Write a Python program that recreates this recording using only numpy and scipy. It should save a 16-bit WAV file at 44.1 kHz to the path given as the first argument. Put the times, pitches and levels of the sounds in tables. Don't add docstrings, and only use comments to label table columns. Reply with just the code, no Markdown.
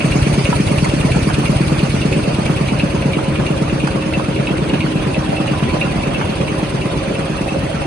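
import sys
import numpy as np
from scipy import signal
from scipy.fft import rfft, irfft
from scipy.io import wavfile
from scipy.ndimage import uniform_filter1d

SR = 44100
rng = np.random.default_rng(int(sys.argv[2]) if len(sys.argv) > 2 else 0)


def wrap_up_sound(samples):
    columns = np.atleast_2d(samples).T
    tamed = np.clip(columns, -1, 1)
    steps = np.round(tamed * 32767).astype(np.int16)
    wavfile.write(sys.argv[1], SR, steps)


N = 346626
TIME = np.arange(N) / SR
HZ = np.fft.rfftfreq(N, 1 / SR)

# f/Hz, t60/s
ROOM_T60 = [(100, 0.13), (1000, 0.071), (4000, 0.15), (10000, 0.055)]
# t/s, frame level/dB, gear clatter level/dB, paper and air level/dB,
# valve level/dB
DISTANCE = [(0.4, -16, -26.5, -34.7, 0), (1.8, -16.2, -27.2, -36.5, -.5), (3, -17.8, -27.6, -41, -4.5),
            (4.4, -19, -28, -42.3, -6), (5.7, -20, -26.7, -41, -7), (6.5, -22.5, -27.7, -41, -7.5),
            (7.8, -24, -28.5, -42, -9)]
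# f/Hz, share (clipped to +-1)
STEREO_LIKENESS = [(60, 0.92), (300, 0.85), (550, 0.3), (850, -0.41), (1100, 0.099), (1600, 0.15),
                   (2300, 0.71), (3100, -0.44), (4300, 0.42), (5600, -0.43), (6400, 0.26), (7400, -1.09),
                   (8900, 1), (9900, 0.65), (10800, -1.02)]
# f/Hz, level/dB
LEFT_OVER_RIGHT = [(300, 0.5), (650, -3), (1400, -3), (2600, -1), (5000, -4), (9000, 1)]

# t/s, 4th order level/dB, 7th order level/dB, 10th order level/dB
PUMP_TONES = [(0.2, -43, -48, -58), (2.4, -43, -43, -54), (3.1, -31.5, -31.5, -50), (4.6, -29, -36, -49),
              (5.3, -29, -43, -38), (6.1, -35, -37, -40.5), (7, -35, -34, -47)]
# t/s, level/dB
PUMP_WHINE = [(0.2, -47), (1.4, -50), (2.6, -55), (3.05, -43), (4.2, -56), (5, -38), (5.3, -53),
              (5.7, -36.5), (6.3, -53), (6.8, -40), (7.5, -50)]
# multiple of the pump rate, level/dB
PUMP_ORDERS = [(2, -35), (6, -46), (8, -47), (9, -47), (12, -48)]

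# f/Hz, level/dB per Hz
RUMBLE_SPECTRUM = [(15, -16), (35, -43), (55, -21), (105, -4), (145, -5), (185, -1), (260, -12),
                   (305, -2.5), (360, -21), (450, -21.5), (700, -37), (2000, -40)]
# f/Hz, level/dB per Hz
PAPER_SPECTRUM = [(1000, -1), (2500, 13.5), (3500, -11), (4400, 8), (5600, 3), (6500, 3.5), (7500, 1),
                  (8400, 1.5), (10000, -1), (11000, 4.5)]
# f/Hz, level/dB per Hz
AIR_SPECTRUM = [(800, -2), (2500, 3), (4400, 0.5), (5600, -9.5), (6500, -9.5), (7500, -7.5), (8400, -3),
                (10000, -4.5), (11000, -4)]
# f/Hz, level/dB per Hz
CLATTER_SPECTRUM = [(150, 7), (400, 6.5), (480, -0.5), (555, 8.5), (680, 0), (850, -1), (1050, -2.5),
                    (1450, -6), (1800, -9), (2300, -10.5), (2680, -5.5), (2900, -8.5), (3150, -9.5),
                    (4500, -21), (9000, -44.5)]

# t/s, level/dB
SNAPS = [(0.502, -24), (0.56, -39), (0.845, -18.5), (2.455, -26), (2.562, -26), (2.788, -29),
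         (3.871, -22.5)]
# t/s, level/dB, strongest around f/Hz, chatter decay t/s
KNOCKS = [(0.526, -2, 720, .005), (0.859, -6.5, 850, .005), (1.167, -7, 560, .003), (1.287, -12, 1000, .01),
          (1.301, -8, 1100, .0054), (2.397, -12, 900, .0043), (2.494, -16, 1200, .0069),
          (3.186, -10, 1350, .004), (3.873, -7, 1300, .003), (4.196, -7, 900, .002),
          (4.863, -11, 850, .002), (5.33, -2, 580, .002), (5.534, -12, 800, .0045), (5.755, -9, 850, .002),
          (5.86, -13, 1350, .006), (6.194, -13, 1300, .005), (6.211, -7, 1650, .006)]
# f/Hz, level/dB, t60/s
PART_MODES = [(560, -1, .025), (660, -2, .02), (780, -1, .02), (950, -2, .018), (1100, -2, .015),
              (1290, 0, .015), (1480, 0, .015), (1680, -1, .012), (2280, -4, .01), (3300, -11, .01),
              (4400, -14, .01)]

# t/s, level/dB
HARD_BLADE_STRIKES = [(0.005, -14.5), (0.118, -14.5), (0.340, -23), (0.453, -12), (0.675, -20),
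                      (0.784, -14.5), (1.009, -18), (1.118, -14.5), (1.343, -18), (1.456, -15.5),
                      (1.679, -24), (1.791, -15), (2.015, -18), (2.125, -14.5), (2.347, -24), (2.462, -17),
                      (2.684, -17), (2.795, -12.5), (3.021, -19.5), (3.133, -14), (3.356, -19),
                      (3.464, -15.5), (3.696, -21), (3.8, -18.5), (4.021, -23), (4.135, -14.5), (4.36, -19),
                      (4.470, -14), (4.695, -17.5), (4.805, -13.5), (5.028, -20.5), (5.143, -16),
                      (5.366, -19), (5.476, -16.5), (5.696, -19), (5.811, -10.5), (6.033, -17.5),
                      (6.145, -16), (6.37, -28), (6.479, -17), (6.815, -20.5), (7.15, -20), (7.378, -26),
                      (7.485, -20.5), (7.822, -23)]
# t/s, level/dB
SOFT_BLADE = [(2.5, -28.5), (4.4, -30), (5.9, -31.5), (6.5, -49), (7.6, -45)]
# f/Hz, level/dB, t60/s
BLADE_MODES = [(2665, 0, .021), (2270, 0, .018), (2420, 1.5, .018), (2560, -2, .018), (2790, -2, .018),
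               (2895, -9, .04), (3350, -6, .012), (3800, -6, .012), (4350, -8, .01)]
# delay t/s, level/dB
REBOUNDS = [(0, 0), (.003, -4), (.008, -13)]

# delay t/s, level/dB, starting f/Hz, final f/Hz, time of the pitch fall t/s, time to the peak t/s
ARM_BLOWS = [(-.002, -18, 440, 360, .004, .0028), (-.002, -8, 518, 162, .0026, .007),
             (.0288, -17, 210, 190, .005, .003)]
# delay t/s, level/dB, starting f/Hz, final f/Hz, time of the pitch fall t/s, time to the peak t/s
VALVE_BLOWS = [(.0531, -18, 600, 150, .0026, .009), (.0647, -9, 120, 83, .0026, .0052)]
# f/Hz, width f/Hz, level/dB
FRAME_MODES = [(54.4, 8.3, -5), (138.6, 8.6, 10), (209, 16, -4.4), (309.3, 38.6, 7.5), (422, 8.4, 7)]

FOLD_HZ, FIRST_FOLD_S = 8.96, .0437
HUNT_S, HUNT_HZ = .0006, .578
BLADES = 3
POP_DELAY_S, BLADE_DELAY_S = .0675, .0725
THUMP_VARY_DB, POP_VARY_DB, BLADE_VARY_DB = .4, 1, 1
PLAY_S = .00015
FRAME_LAG_S = .00034
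PUMP_HZ = 77.62
PUMP_FADE_DB, PUMP_FLUTTER_DB, PUMP_FLUTTER_HZ = 2.5, 1.6, 4
RATTLE_DELAY_S, RATTLE_SCATTER_S, RATTLE_DB, RATTLE_VARY_DB = .137, .008, -19, 2
RATTLE_HZ, RATTLE_CHATTER_S = 1100, .0066
KNOCK_FOCUS_DB = -8
EDGE_HZ = 10900


def amp(db):
    return 10 ** (np.asarray(db) / 20)


def unit(x):
    return x / np.sqrt(np.mean(x ** 2) + 1e-20)


def read(points, hz):
    f, value = np.transpose(points)
    return np.interp(np.log(hz + 1), np.log(f), value)


def curves(rows):
    s, *columns = np.transpose(rows)
    return [np.interp(TIME, s, c) for c in columns]


def add(mix, s, sound):
    part = mix[..., max(round(s * SR), 0):][..., :sound.shape[-1]]
    part += sound[..., :part.shape[-1]]


def wander(hz):
    return unit(irfft(rfft(rng.standard_normal(N)) / (1 + (HZ / hz) ** 4), N))


def frame_db(falloff):
    near = curves(DISTANCE)[0]
    return falloff * (near - near.max())


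def spread(pair):
    a, b = rfft(pair)
    same = np.clip(read(STEREO_LIKENESS, HZ), -1, 1)
    right = same * a + np.sqrt(1 - same ** 2) * b
    return irfft(np.array([a, right]), N)


def colour(pair, spectrum, patchy_db):
    hz, _, z = signal.stft(spread(pair), SR, nperseg=1024, noverlap=768)
    patches = uniform_filter1d(rng.standard_normal(z.shape[1:]), size=7, axis=0)
    patches = unit(uniform_filter1d(patches, size=4, axis=1))
    z = z * amp(read(spectrum, hz)[:, None] + patchy_db * patches)
    return unit(signal.istft(z, SR, nperseg=1024, noverlap=768)[1][:, :N])


def noise(spectrum, patchy_db):
    return colour(rng.standard_normal((2, N)), spectrum, patchy_db)


def folds():
    even = np.arange(FIRST_FOLD_S, N / SR, 1 / FOLD_HZ)
    return even + HUNT_S * np.cos(2 * np.pi * HUNT_HZ * (even - FIRST_FOLD_S))


def each_fold(delay, rise, fall, vary_db):
    t, out = np.arange(SR // 5) / SR, np.zeros(N)
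    shape = (1 - np.exp(-(t / rise) ** 2)) * np.exp(-t / fall)
    shape = shape / shape.max()
    for s in folds():
        add(out, s + delay, amp(vary_db * rng.standard_normal()) * shape)
    return out


def ring(modes, contact, onset_s=.00088):
    t = np.arange(SR // 10) / SR
    hz, db, t60 = np.transpose(modes)[:, :, None]
    phase = rng.random(hz.shape)
    body = (amp(db - 60 * t / t60) * np.sin(2 * np.pi * (hz * t + phase))).sum(0)
    body *= 1 - np.exp(-t / onset_s)
    out = signal.fftconvolve(contact, body[None], axes=1)[:, :len(t)]
    loudest = uniform_filter1d(out ** 2, size=256, axis=1).max(1, keepdims=True)
    return out / np.sqrt(loudest)


def room(x):
    taps = rng.choice([-1., 1.], (2, SR // 2))
    taps *= rng.random((2, SR // 2)) < 2500 / SR
    taps[:, :round(.004 * SR)] = 0
    hz, t, z = signal.stft(taps, SR, nperseg=256)
    tail = signal.istft(z * amp(-60 * t / read(ROOM_T60, hz)[:, None]), SR)[1]
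    return signal.fftconvolve(x, tail / np.linalg.norm(tail[0]), axes=1)[:, :N]


def pump(port_turns=.05):
    turns = np.cumsum(PUMP_HZ + .04 * wander(1) + .12 * wander(6)) / SR
    tones = list(zip((4, 7, 10, 13), curves(PUMP_TONES) + curves(PUMP_WHINE)))
    tones += [(k, db + PUMP_FADE_DB * wander(1.0)) for k, db in PUMP_ORDERS]
    out = np.zeros((2, N))
    for k, db in tones:
        apart = port_turns * k / 10 * wander(.11) * np.array([[-.5], [.5]])
        level = np.sqrt(2) * amp(db + PUMP_FLUTTER_DB * wander(PUMP_FLUTTER_HZ))
        out += level * np.sin(2 * np.pi * (k * turns + rng.random() + apart))
    return out


def rumble(rumble_db=-24.5, falloff=.65):
    shudder = 1.8 + each_fold(delay=0., rise=.002, fall=.016, vary_db=.5)
    panels = unit(noise(RUMBLE_SPECTRUM, patchy_db=2.0) * shudder)
    return amp(frame_db(falloff) + rumble_db) * panels


def paper_and_air(paper_db=7.5, air_db=2.0, steady=1.7):
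    feed = each_fold(delay=-.005, rise=.008, fall=.024, vary_db=1)
    release = each_fold(delay=POP_DELAY_S - .012, rise=.012, fall=.012, vary_db=.8)
    peel = each_fold(delay=POP_DELAY_S, rise=.007, fall=.006, vary_db=1)
    paper = amp(paper_db) * unit(noise(PAPER_SPECTRUM, patchy_db=4.0) * (steady + feed))
    air = amp(air_db) * unit(noise(AIR_SPECTRUM, patchy_db=2.5) * (release + .5 * peel))
    return amp(curves(DISTANCE)[2]) * (paper + air)


def clatter(clatter_db=7.0, per_s=800, size_db=1.0, rush=.39, steady=4):
    size = amp(size_db * np.minimum(rng.exponential(1, N), np.pi))
    ticks = size * (rng.random(N) < per_s / SR) * rng.choice([-1, 1], (2, N))
    drive = ticks + rush * rng.standard_normal((2, N))
    load = steady + each_fold(delay=.0011, rise=.0049, fall=.013, vary_db=5.5)
    return amp(curves(DISTANCE)[1] + clatter_db) * colour(drive * load, CLATTER_SPECTRUM, patchy_db=3.0)


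def snaps(snap_db=0, fall_s=.013):
    t, burst = np.arange(SR // 10) / SR, np.zeros(N)
    for s, db in SNAPS:
        add(burst, s, amp(db + snap_db) * np.exp(-t / fall_s))
    return burst * noise(PAPER_SPECTRUM, patchy_db=3)


def knocks(knock_db=-10.5):
    out, t = np.zeros((2, N)), np.arange(SR // 10) / SR
    rattles = []
    for s in folds()[::BLADES]:
        at = s + rng.normal(RATTLE_DELAY_S, RATTLE_SCATTER_S)
        db = RATTLE_DB + RATTLE_VARY_DB * rng.standard_normal()
        rattles.append((at, db, RATTLE_HZ, RATTLE_CHATTER_S))
    for s, db, centre, chatter in KNOCKS + rattles:
        modes = [(hz, level + KNOCK_FOCUS_DB * np.log2(hz / centre) ** 2, t60)
                 for hz, level, t60 in PART_MODES]
        contact = rng.standard_normal((2, len(t))) * np.exp(-t / chatter)
        add(out, s - .001, amp(db + knock_db) * ring(modes, contact))
    return out


def clink(side_db, scrape_db=-25, scrape_s=.012):
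    t = np.arange(SR // 20) / SR
    contact = amp(scrape_db) * rng.standard_normal((2, len(t))) * np.exp(-t / scrape_s)
    for delay, db in REBOUNDS:
        at = delay * rng.uniform(.8, 1.2) + rng.uniform(0, .00015, 2)
        contact[[0, 1], np.round(at * SR).astype(int)] += amp(db)
    modes = [(hz, db + side_db * (k > 0) + 2 * rng.standard_normal(), t60)
             for k, (hz, db, t60) in enumerate(BLADE_MODES)]
    return ring(modes, contact, onset_s=.0022)


def blade(hard_db=-5.8, side_falloff=1.1):
    out, side = np.zeros((2, N)), frame_db(side_falloff)
    strikes = [(s, db + hard_db) for s, db in HARD_BLADE_STRIKES]
    for s in folds()[1::BLADES]:
        soft_db = np.interp(s, *np.transpose(SOFT_BLADE)) + BLADE_VARY_DB * rng.standard_normal()
        strikes.append((s + BLADE_DELAY_S, soft_db))
    for s, db in strikes:
        add(out, s, amp(db) * clink(np.interp(s, TIME, side)))
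    return out


def bend(start_hz, end_hz, sag_s, peak_s):
    t = np.arange(SR // 10) / SR
    turns = end_hz * t + (start_hz - end_hz) * sag_s * (1 - np.exp(-t / sag_s))
    swell = (t / peak_s * np.exp(1 - t / peak_s)) ** 2
    return -swell * np.sin(2 * np.pi * turns)


def thumps(thump_db=0., valve_db=0., thump_falloff=.96, valve_falloff=1.2):
    force = np.zeros(N)
    arm_level = thump_db + frame_db(thump_falloff)
    valve_level = valve_db + valve_falloff * curves(DISTANCE)[3]
    parts = [(ARM_BLOWS, arm_level, THUMP_VARY_DB), (VALVE_BLOWS, valve_level, POP_VARY_DB)]
    for blows, level, vary_db in parts:
        for s, near in zip(folds(), np.interp(folds(), TIME, level)):
            for delay, db, *shape in blows:
                late, hard = rng.standard_normal(2) * [PLAY_S, vary_db]
                add(force, s + delay + late, amp(near + db + hard) * bend(*shape))
    hum = sum(amp(db) * signal.lfilter(*signal.iirpeak(hz, hz / width, SR), force)
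              for hz, width, db in FRAME_MODES)
    return force + hum


def scene(blade_wet_db=-8, knock_wet_db=-7):
    cuts, hits = blade(), knocks()
    echoes = room(amp(blade_wet_db) * cuts + amp(knock_wet_db) * hits)
    metal = cuts + spread(hits + echoes)
    frame = thumps()
    frame = np.array([np.interp(TIME - FRAME_LAG_S, TIME, frame), frame])
    return pump() + rumble() + paper_and_air() + clatter() + snaps() + metal + frame


def record(dry, low_cut_hz=42):
    tilt = amp(read(LEFT_OVER_RIGHT, HZ) * np.array([[.5], [-.5]]))
    low_cut = (HZ / low_cut_hz) ** 3 / np.sqrt(1 + (HZ / low_cut_hz) ** 6)
    heard = irfft(rfft(dry) * tilt * low_cut, N)
    heard = heard / (1 + (heard / .93) ** 8) ** (1 / 8)
    band = signal.firwin(301, EDGE_HZ, window=("kaiser", 9), fs=SR)
    return signal.oaconvolve(heard, band[None], "same")


dry = scene()
out = record(dry)
wrap_up_sound(out)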